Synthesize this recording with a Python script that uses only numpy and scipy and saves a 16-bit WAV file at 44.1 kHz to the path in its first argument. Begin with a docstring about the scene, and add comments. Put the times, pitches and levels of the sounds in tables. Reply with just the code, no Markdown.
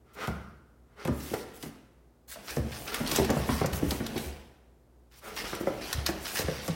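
"""Two big dogs wrestle on a tiled kitchen floor, over still air (shaped noise) and an appliance hum (sines).
They huff (swelling noise); coats rub and paws skid (coloured grains), amid light steps (dense low pats).
Throughout, claws click (short rings and chatter), paws and bodies knock on tiles and wooden cabinets (damped
modes, a push of weight, a slap), and heavy landings boom. Blows and landings flutter between floor and ceiling;
all but the landings, hum and still air get the answer of the hard room."""
import sys
import numpy as np
from scipy import signal
from scipy.fft import rfft, irfft, next_fast_len
from scipy.io import wavfile
from scipy.ndimage import uniform_filter1d

SR = 44100
rng = np.random.default_rng(int(sys.argv[2]) if len(sys.argv) > 2 else 0)


def unload_wav(signal):
    """Save mono or channel-first audio to the path in sys.argv[1] as 16-bit WAV at rate SR, clipped to [-1, 1]."""
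    wavfile.write(
        sys.argv[1],
        SR,
        np.round(np.clip(np.atleast_2d(signal).T, -1, 1) * 32767).astype(np.int16),
    )


N = 297668

# Still room air. Each row: frequency in Hz, relative spectral density in dB.
AIR_SPECTRUM = [(15, -66), (25, -30.5), (41, -16), (64, -6), (92, -25.5), (114, -16), (134, -16),
                (149, -19.5), (242, -25), (270, -22.5), (354, -18.5), (2760, -46.5), (9840, -49.5),
                (16000, -51)]
# Appliance hum. Each row: frequency in Hz, rms level in dB ahead of the microphone.
HUM_TONES = [(60, -62), (120, -71.5), (240, -72.5)]
# Huffs through the muzzle. Each row: start in seconds, swell in seconds, fade in seconds, relative level in dB.
HUFFS = [(0.04, 0.057, 0.086, -65), (0.148, 0.097, 0.023, -37.5), (0.85, 0.086, 0.1, -69),
         (0.957, 0.052, 0.17, -49), (2.851, 0.039, 0.023, -43), (2.91, 0.012, 0.11, -38.5),
         (5.209, 0.059, 0.094, -45.5)]
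# Breath noise. Each row: frequency in Hz, relative spectral density in dB.
MUZZLE_SPECTRUM = [(250, -3), (370, -5.5), (430, 2.5), (520, -3), (800, -7), (1000, -6), (1400, 0),
                   (1750, -11.5), (2100, -5.5), (2600, -15.5), (3000, -15), (4500, -21), (6500, -27.5),
                   (14000, -35)]
# Bouts of wrestling. Each row: start in seconds, end in seconds, relative effort in dB.
BOUTS = [(0.11, 0.286, -48.5), (0.997, 1.685, -53), (2.316, 2.901, -46), (2.877, 3.444, -37.5),
         (3.448, 4.245, -42), (5.2, 6.757, -43.5)]
# Coat brushing along coat. Each row: start in seconds, length in seconds, relative level in dB.
BRUSHES = [(0.13, 0.031, -59.5), (0.183, 0.14, -58), (1.092, 0.37, -49.5), (1.531, .06, -54),
           (1.582, .12, -53), (2.274, 0.084, -45), (2.433, 0.18, -48.5), (2.673, 0.24, -50),
           (2.839, 0.24, -49), (3.054, .19, -39.5), (3.33, .1, -47.5), (3.434, 0.21, -45),
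           (3.719, .085, -41.5), (3.808, 0.21, -46), (4.124, .2, -48.5), (5.101, 0.07, -67),
           (5.156, 0.051, -57.5), (5.217, .1, -53), (5.338, 0.11, -48.5), (5.423, 0.14, -51),
           (5.597, 0.031, -49), (5.66, 0.036, -55), (5.797, 0.19, -50.5), (6.063, .06, -47),
           (6.198, 0.139, -45), (6.305, .14, -37.5), (6.48, .13, -55), (6.603, .11, -48.5)]
# Hair hiss. Each row: frequency in Hz, relative spectral density in dB.
COAT_SPECTRUM = [(400, -5), (1000, -2), (2500, -3), (5500, -0.5), (7000, 1), (12000, 0.5), (15500, 1)]
# Paw skids over the tiles. Each row: start in seconds, length before the stop in seconds, relative level in dB.
SKIDS = [(0.195, 0.043, -49), (0.987, 0.13, -54), (1.192, 0.23, -50), (1.622, .06, -56),
         (2.309, 0.042, -48), (2.47, 0.05, -41), (2.711, 0.057, -42.5), (2.865, 0.03, -36),
         (2.92, 0.052, -42), (3.053, 0.13, -38.5), (3.146, .035, -33), (3.223, 0.023, -39),
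         (3.482, .17, -40.5), (4.153, 0.031, -41), (5.109, 0.092, -60.5), (5.363, 0.046, -35),
         (5.436, 0.12, -41.5), (5.804, 0.2, -42), (6.055, 0.018, -31.5), (6.243, .07, -38.5),
         (6.348, 0.061, -32.5), (6.435, 0.28, -43.5)]
# Nail scrape. Each row: frequency in Hz, relative spectral density in dB.
SKID_SPECTRUM = [(300, -28), (700, -3), (1500, 2.5), (2500, 1), (4000, 0), (5800, 0), (7000, -15),
                 (10000, -12.5), (15000, -32.5)]
# Claw clicks on tile. Each row: start in seconds, relative level in dB, pitch in Hz.
CLAWS = [(0.2735, -27.5, 2870), (1.051, -26.5, 2482), (1.075, -26.5, 2430), (1.3399, -24, 2478),
         (1.6272, -27.5, 3870), (2.506, -25, 5250), (2.5654, -29.5, 5800), (2.9443, -14, 2522),
         (3.0749, -21, 4540), (3.1147, -15, 4000), (3.1604, -13, 5765), (3.247, -19, 2600),
         (3.3029, -20.5, 5500), (3.66, -24, 5940), (3.732, -21, 2700), (3.9084, -16.5, 3730),
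         (4.0653, -23, 3800), (4.1786, -22, 2900), (5.365, -27, 3530), (5.55, -25.5, 2400),
         (5.929, -12.5, 4600), (6.0637, -12, 4650), (6.0884, -25, 5930), (6.3903, -18.5, 3820),
         (6.6792, -22.5, 5960)]
# Nail chatter. Each row: frequency in Hz, relative spectral density in dB.
CHATTER_SPECTRUM = [(400, -12.5), (1200, 6), (3000, 1.5), (5500, 1), (8000, 3), (12000, -7), (16000, -11.5)]
# Paw and body blows. Each row: start in seconds, relative level in dB, pitch in Hz,
# relative push of weight in dB, relative slap in dB.
BLOWS = [(0.278, -23.5, 705, -4.5, -10), (0.287, -31, 179, -11, -17), (1.0522, -25.5, 520, -2.5, -13),
         (1.079, -21.5, 346, -8, -11.5), (1.089, -21, 260, -29, -34), (1.312, -28.5, 340, -15, -27),
         (1.3352, -21, 468, -13.5, -11.5), (1.632, -33.5, 275, -39, -6.5), (1.658, -37, 262, -33, -9),
         (2.358, -40.5, 627, -26, -4), (2.5678, -20.5, 493, -6.5, -15), (2.582, -25, 217, -3, -21),
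         (3.005, -23.5, 253, -25, -13), (3.119, -25, 304, -24, -8), (3.1838, -14.5, 398, -21, -18.5),
         (3.196, -15, 379, -6, -16), (3.294, -20.5, 252, -22, -5.5), (3.304, -16.5, 467, -23, -16.5),
         (3.367, -20.5, 605, -3, -22.5), (3.49, -24, 1020, -25, -2), (3.491, -19, 240, -36, -20),
         (3.6126, -17, 422, -5.5, -12), (3.643, -20.5, 523, -5, -9.5), (3.735, -30, 176, -24, -4),
         (3.8262, -16.5, 289, -23.5, -20.5), (3.915, -25, 277, -9.5, -6), (4.003, -22.5, 236.2, -23, -11.5),
         (4.158, -24.5, 358, -7, -17), (5.44, -32.5, 472, -22, -10), (5.529, -30, 356, -9, -2),
         (5.606, -24, 332, -13, -15), (5.67, -15.5, 542, -16.5, -15.5), (6.089, -23, 320, -19, -4.5),
         (6.392, -22, 493, -9.5, -33), (6.482, -20.5, 488, -6, -13), (6.68, -26.5, 525, -31, -8.5),
         (6.689, -25.5, 171, -29, -31)]
# Modes of a knock. Each row: multiple of the blow's pitch, level in dB, multiple of its decay time.
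KNOCK_MODES = [(0.582, -5.5, 1.4), (0.998, 0, 1), (1.5, -6, .6), (2.2, -10.5, .4)]
# First echoes off cabinets and walls. Each row: delay in seconds, level in dB.
WALL_ECHOES = [(.0052, -19), (.0089, -20), (.0176, -30), (.0233, -16), (.0314, -12.5)]
# A dog's weight lands on the floor. Each row: start in seconds, relative level in dB, pitch in Hz.
LANDINGS = [(0.298, -35, 76), (1.107, -29, 89), (2.592, -31, 73.4), (3.217, -35, 70), (3.388, -33, 71),
            (3.52, -29, 74.6), (3.719, -33, 70.2), (3.87, -30, 72), (4.257, -36, 67.6), (5.945, -32.5, 72),
            (5.977, -28.5, 105), (6.441, -31.5, 78.6)]
# Kitchen reverberation. Each row: frequency in Hz, time to fall 60 dB in seconds.
KITCHEN_T60 = [(60, 0.93), (250, 0.73), (700, 0.61), (1400, 1), (2500, 0.65), (5000, 0.46), (9000, 0.58),
               (15000, 0.23)]

BOUT_RISE_S, SETTLE_DB_PER_S = 0.13, 76.5
RUSTLE_DB, SCUFF_DB = -16, -9.5  # hair and nails during a bout, relative to its effort
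BRUSH_PEAK_SHARE = 0.55  # how far through a brush the coats slide fastest
SKID_BITE_S, SKID_SAG_DB, SKID_STOP_S = 0.013, 4, 0.032
TIP_DB = -2  # sharp tip of the nail, relative to its ring
RING_CYCLES = 9.4  # pitch cycles for a knock to fall 60 dB: low ones last longer
NEAR_T60_S, NEAR_GAP_S = 0.063, 0.0047
TOP_HZ = 16050


def amp(db):
    """Decibels to gain."""
    return 10 ** (np.asarray(db) / 20)


def unit(x):
    """Scale to rms 1."""
    return x / np.sqrt(np.mean(x ** 2) + 1e-20)


def crest(x):
    """Scale to peak 1."""
    return x / np.max(np.abs(x))


def along(points, hz):
    """Interpolate (Hz, value) points on a log frequency axis."""
    f, v = np.transpose(points)
    return np.interp(np.log(hz + 1), np.log(f + 1), v)


def filtered(x, response):
    """Multiply the spectrum of x by a function of frequency."""
    size = next_fast_len(len(x) + SR // 4)
    hz = np.fft.rfftfreq(size, 1 / SR)
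    return irfft(rfft(x, size) * response(hz), size)[:len(x)]


def coloured(x, spectrum):
    """Shape x to a spectrum that closes steeply below its first point, rms 1."""
    def response(hz):
        low_cut = np.minimum(hz / spectrum[0][0], 1) ** 2
        return amp(along(spectrum, hz)) * low_cut
    return unit(filtered(x, response))


def add(track, start_s, sound):
    """Mix a sound into a track."""
    start = max(round(start_s * SR), 0)
    part = sound[:max(N - start, 0)]
    track[start:start + len(part)] += part


def ring(t, hz, t60_s, attack_s):
    """One damped mode with a soft onset, peak 1."""
    onset = (1 - np.exp(-t / attack_s)) ** 2
    return crest(np.sin(2 * np.pi * hz * t) * amp(-60 * t / t60_s) * onset)


def grains(per_s, spread_db):
    """Random impulses of uneven size."""
    hits = rng.random(N) < per_s / SR
    return hits * rng.standard_normal(N) * amp(spread_db * rng.standard_normal(N))


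def room(x, near_db, far_db):
    """Direct sound, scatter off near cabinets and a tail whose decay varies with frequency; new at each call."""
    hz, frame_s, z = signal.stft(rng.standard_normal(SR * 3 // 4), SR, nperseg=256)
    decay = amp(-60 * frame_s / along(KITCHEN_T60, hz)[:, None])
    tail = signal.istft(z * decay, SR, nperseg=256)[1]
    t = np.arange(len(tail)) / SR
    tail = tail * (t > 2 * NEAR_GAP_S)  # far walls answer later than near cabinets
    near = rng.standard_normal(len(t)) * amp(-60 * t / NEAR_T60_S) * (t > NEAR_GAP_S)
    answer = amp(near_db) * near / np.linalg.norm(near) + amp(far_db) * tail / np.linalg.norm(tail)
    answer[0] += 1  # direct sound
    return signal.fftconvolve(x, answer)


def walls(x):
    """Hard surfaces close by each return one copy."""
    def response(hz):
        return 1 + sum(amp(db) * np.exp(-2j * np.pi * hz * delay_s) for delay_s, db in WALL_ECHOES)
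    return filtered(x, response)


def flutter(x, share, keep, round_trip_hz):
    """Low sound bounces between floor and ceiling, losing treble and level on each round trip."""
    def response(hz):
        trip = np.exp(-2j * np.pi * hz / round_trip_hz) / (1 + (hz / 600) ** 2)
        return 1 + share * trip / (1 - keep * trip)
    return filtered(np.pad(x, (0, SR // 3)), response)


def background():
    """Still air is shaped noise; the appliance hums in steady sines."""
    t = np.arange(N) / SR
    hum = sum(amp(db) * np.sqrt(2) * np.sin(2 * np.pi * (hz * t + rng.random())) for hz, db in HUM_TONES)
    air = coloured(rng.standard_normal(N), AIR_SPECTRUM)
    return hum + amp(-62.5) * air


def huffs():
    """Air rushes through a dog's muzzle: noise that swells and stops."""
    t = np.arange(N) / SR
    flow = np.zeros(N)
    for start, swell, fade, db in HUFFS:
        flow += amp(db) * np.interp(t, [start, start + swell, start + swell + fade], [0, 1, 0])
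    breath = coloured(rng.standard_normal(N), MUZZLE_SPECTRUM)
    return room(flow * breath * amp(1.5), near_db=-2.5, far_db=-6.5)[:N]


def effort():
    """How hard the dogs wrestle: each bout builds, holds and settles; the strongest counts."""
    t = np.arange(N) / SR
    levels = []
    for start, end, db in BOUTS:
        rise = np.clip((t - start) / BOUT_RISE_S, 0, 1)
        levels.append(rise * amp(db - SETTLE_DB_PER_S * np.maximum(t - end, 0)))
    return np.max(levels, axis=0)


def shuffling():
    """Light steps and shoves between big blows: a dense run of many small low pats that follows the effort."""
    spectrum = [(60, 6), (110, -7.5), (200, -2.5), (420, -2.5),
                (700, -4.5), (1300, -20.5), (3000, -15), (8000, -67)]  # (Hz, relative dB)
    pats = coloured(grains(per_s=460, spread_db=0.3), spectrum)
    return room(pats * effort() * amp(-5), near_db=-8, far_db=-2.0)[:N]


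def brush_strokes():
    """Level of coat on coat: each brush swells and fades smoothly."""
    t = np.arange(N) / SR
    level = np.zeros(N)
    for start, length, db in BRUSHES:
        slide = np.interp((t - start) / length, [0, BRUSH_PEAK_SHARE, 1], [0, 1, 0])
        level += amp(db) * np.sin(np.pi / 2 * slide)
    return level


def skid_strokes():
    """Level of nails on tile: each skid bites, slows and stops."""
    t = np.arange(N) / SR
    level = np.zeros(N)
    for start, length, db in SKIDS:
        corners_s = [0, SKID_BITE_S, length, length + SKID_STOP_S]
        level += amp(db) * np.interp(t - start, corners_s, [0, 1, amp(-SKID_SAG_DB), 0])
    return level


def shifting(x, depth_db):
    """The colour of the hair hiss and nail scrape wanders at random; rms 1."""
    z = signal.stft(x, nperseg=512)[2]
    field = rng.standard_normal(z.shape)
    for _ in range(2):
        field = uniform_filter1d(field, size=3, axis=0)  # across frequency
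        field = uniform_filter1d(field, size=4, axis=1)  # across time
    return unit(signal.istft(z * amp(depth_db * unit(field)), nperseg=512)[1][:N])


def rubbing():
    """Short hair brushes in a fine hiss; nails stick and slip over the tiles in coarser grains."""
    hair = shifting(coloured(grains(per_s=9800, spread_db=0.5), COAT_SPECTRUM), depth_db=2.5)
    coat = hair * np.hypot(brush_strokes(), amp(RUSTLE_DB) * effort()) * amp(3.0)
    nails = shifting(coloured(grains(per_s=4500, spread_db=0), SKID_SPECTRUM), depth_db=2.5)
    skid = nails * np.hypot(skid_strokes(), amp(SCUFF_DB) * effort())
    return room(coat + skid, near_db=-22.5, far_db=-9.5)[:N]


def claws():
    """A nail snaps on the tile, rings and chatters briefly; the floor mirrors it just after."""
    track, t = np.zeros(N), np.arange(SR // 12) / SR
    for start, db, hz in CLAWS:
        noise = coloured(rng.standard_normal(len(t)), CHATTER_SPECTRUM)
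        chatter = crest(noise * amp(-60 * t / 0.024))
        tip = ring(t, hz=11900, t60_s=0.00052, attack_s=0.00005)
        snap = ring(t, hz, t60_s=0.00097, attack_s=0.0001) + amp(TIP_DB) * tip
        contact = snap + 0.45 * chatter
        click = filtered(contact, lambda f: 1 + 0.89 * np.exp(-2j * np.pi * f * 0.0027))  # floor mirror
        add(track, start, amp(db + 1.5) * room(crest(click), near_db=-7.0, far_db=-13.0))
    return track


def blows():
    """A blow is a short hollow knock of damped modes, a soft push of weight and the slap of a pad."""
    track, t = np.zeros(N), np.arange(SR // 6) / SR
    pad_spectrum = [(400, -4), (750, 1), (1200, -2), (2200, -7.5), (5000, -60.5), (12000, -51.0)]  # (Hz, dB)
    for start, db, hz, push_db, slap_db in BLOWS:
        knock = np.zeros(len(t))
        for ratio, mode_db, life in KNOCK_MODES:
            knock += amp(mode_db) * ring(t, ratio * hz, life * RING_CYCLES / hz, attack_s=0.0024)
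        push = ring(t, hz=145, t60_s=0.021, attack_s=0.0066)
        pad = coloured(rng.standard_normal(len(t)), pad_spectrum)
        slap = crest(pad * amp(-60 * t / 0.041) * (1 - np.exp(-t / 0.0009)))
        blow = crest(knock) + amp(push_db + 1.0) * push + amp(slap_db + 3.0) * slap
        bounced = flutter(walls(blow), share=0.2, keep=0.71, round_trip_hz=74.9)
        add(track, start, amp(db + 1.03) * room(bounced, near_db=-4.5, far_db=-6.0))
    return track


def landings():
    """Heavy, soft landings make the room boom: one low damped mode with flutter."""
    track, t = np.zeros(N), np.arange(SR // 4) / SR
    for start, db, hz in LANDINGS:
        thump = ring(t, hz, t60_s=0.046, attack_s=0.007)
        add(track, start, amp(db + 4.0) * flutter(thump, share=0.38, keep=0.88, round_trip_hz=71.2))
    return track


def scene():
    """Both dogs in the kitchen, heard from one point."""
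    dogs = huffs() + shuffling() + rubbing() + claws() + blows() + landings()
    return (background() + dogs)[None]


def record(dry):
    """The microphone thins the deep bass and keeps nothing above its band limit."""
    bass_cut = signal.butter(4, 45, "highpass", fs=SR, output="sos")
    return np.array([filtered(signal.sosfilt(bass_cut, x), lambda hz: hz < TOP_HZ) for x in dry])


dry = scene()
out = record(dry)
unload_wav(out)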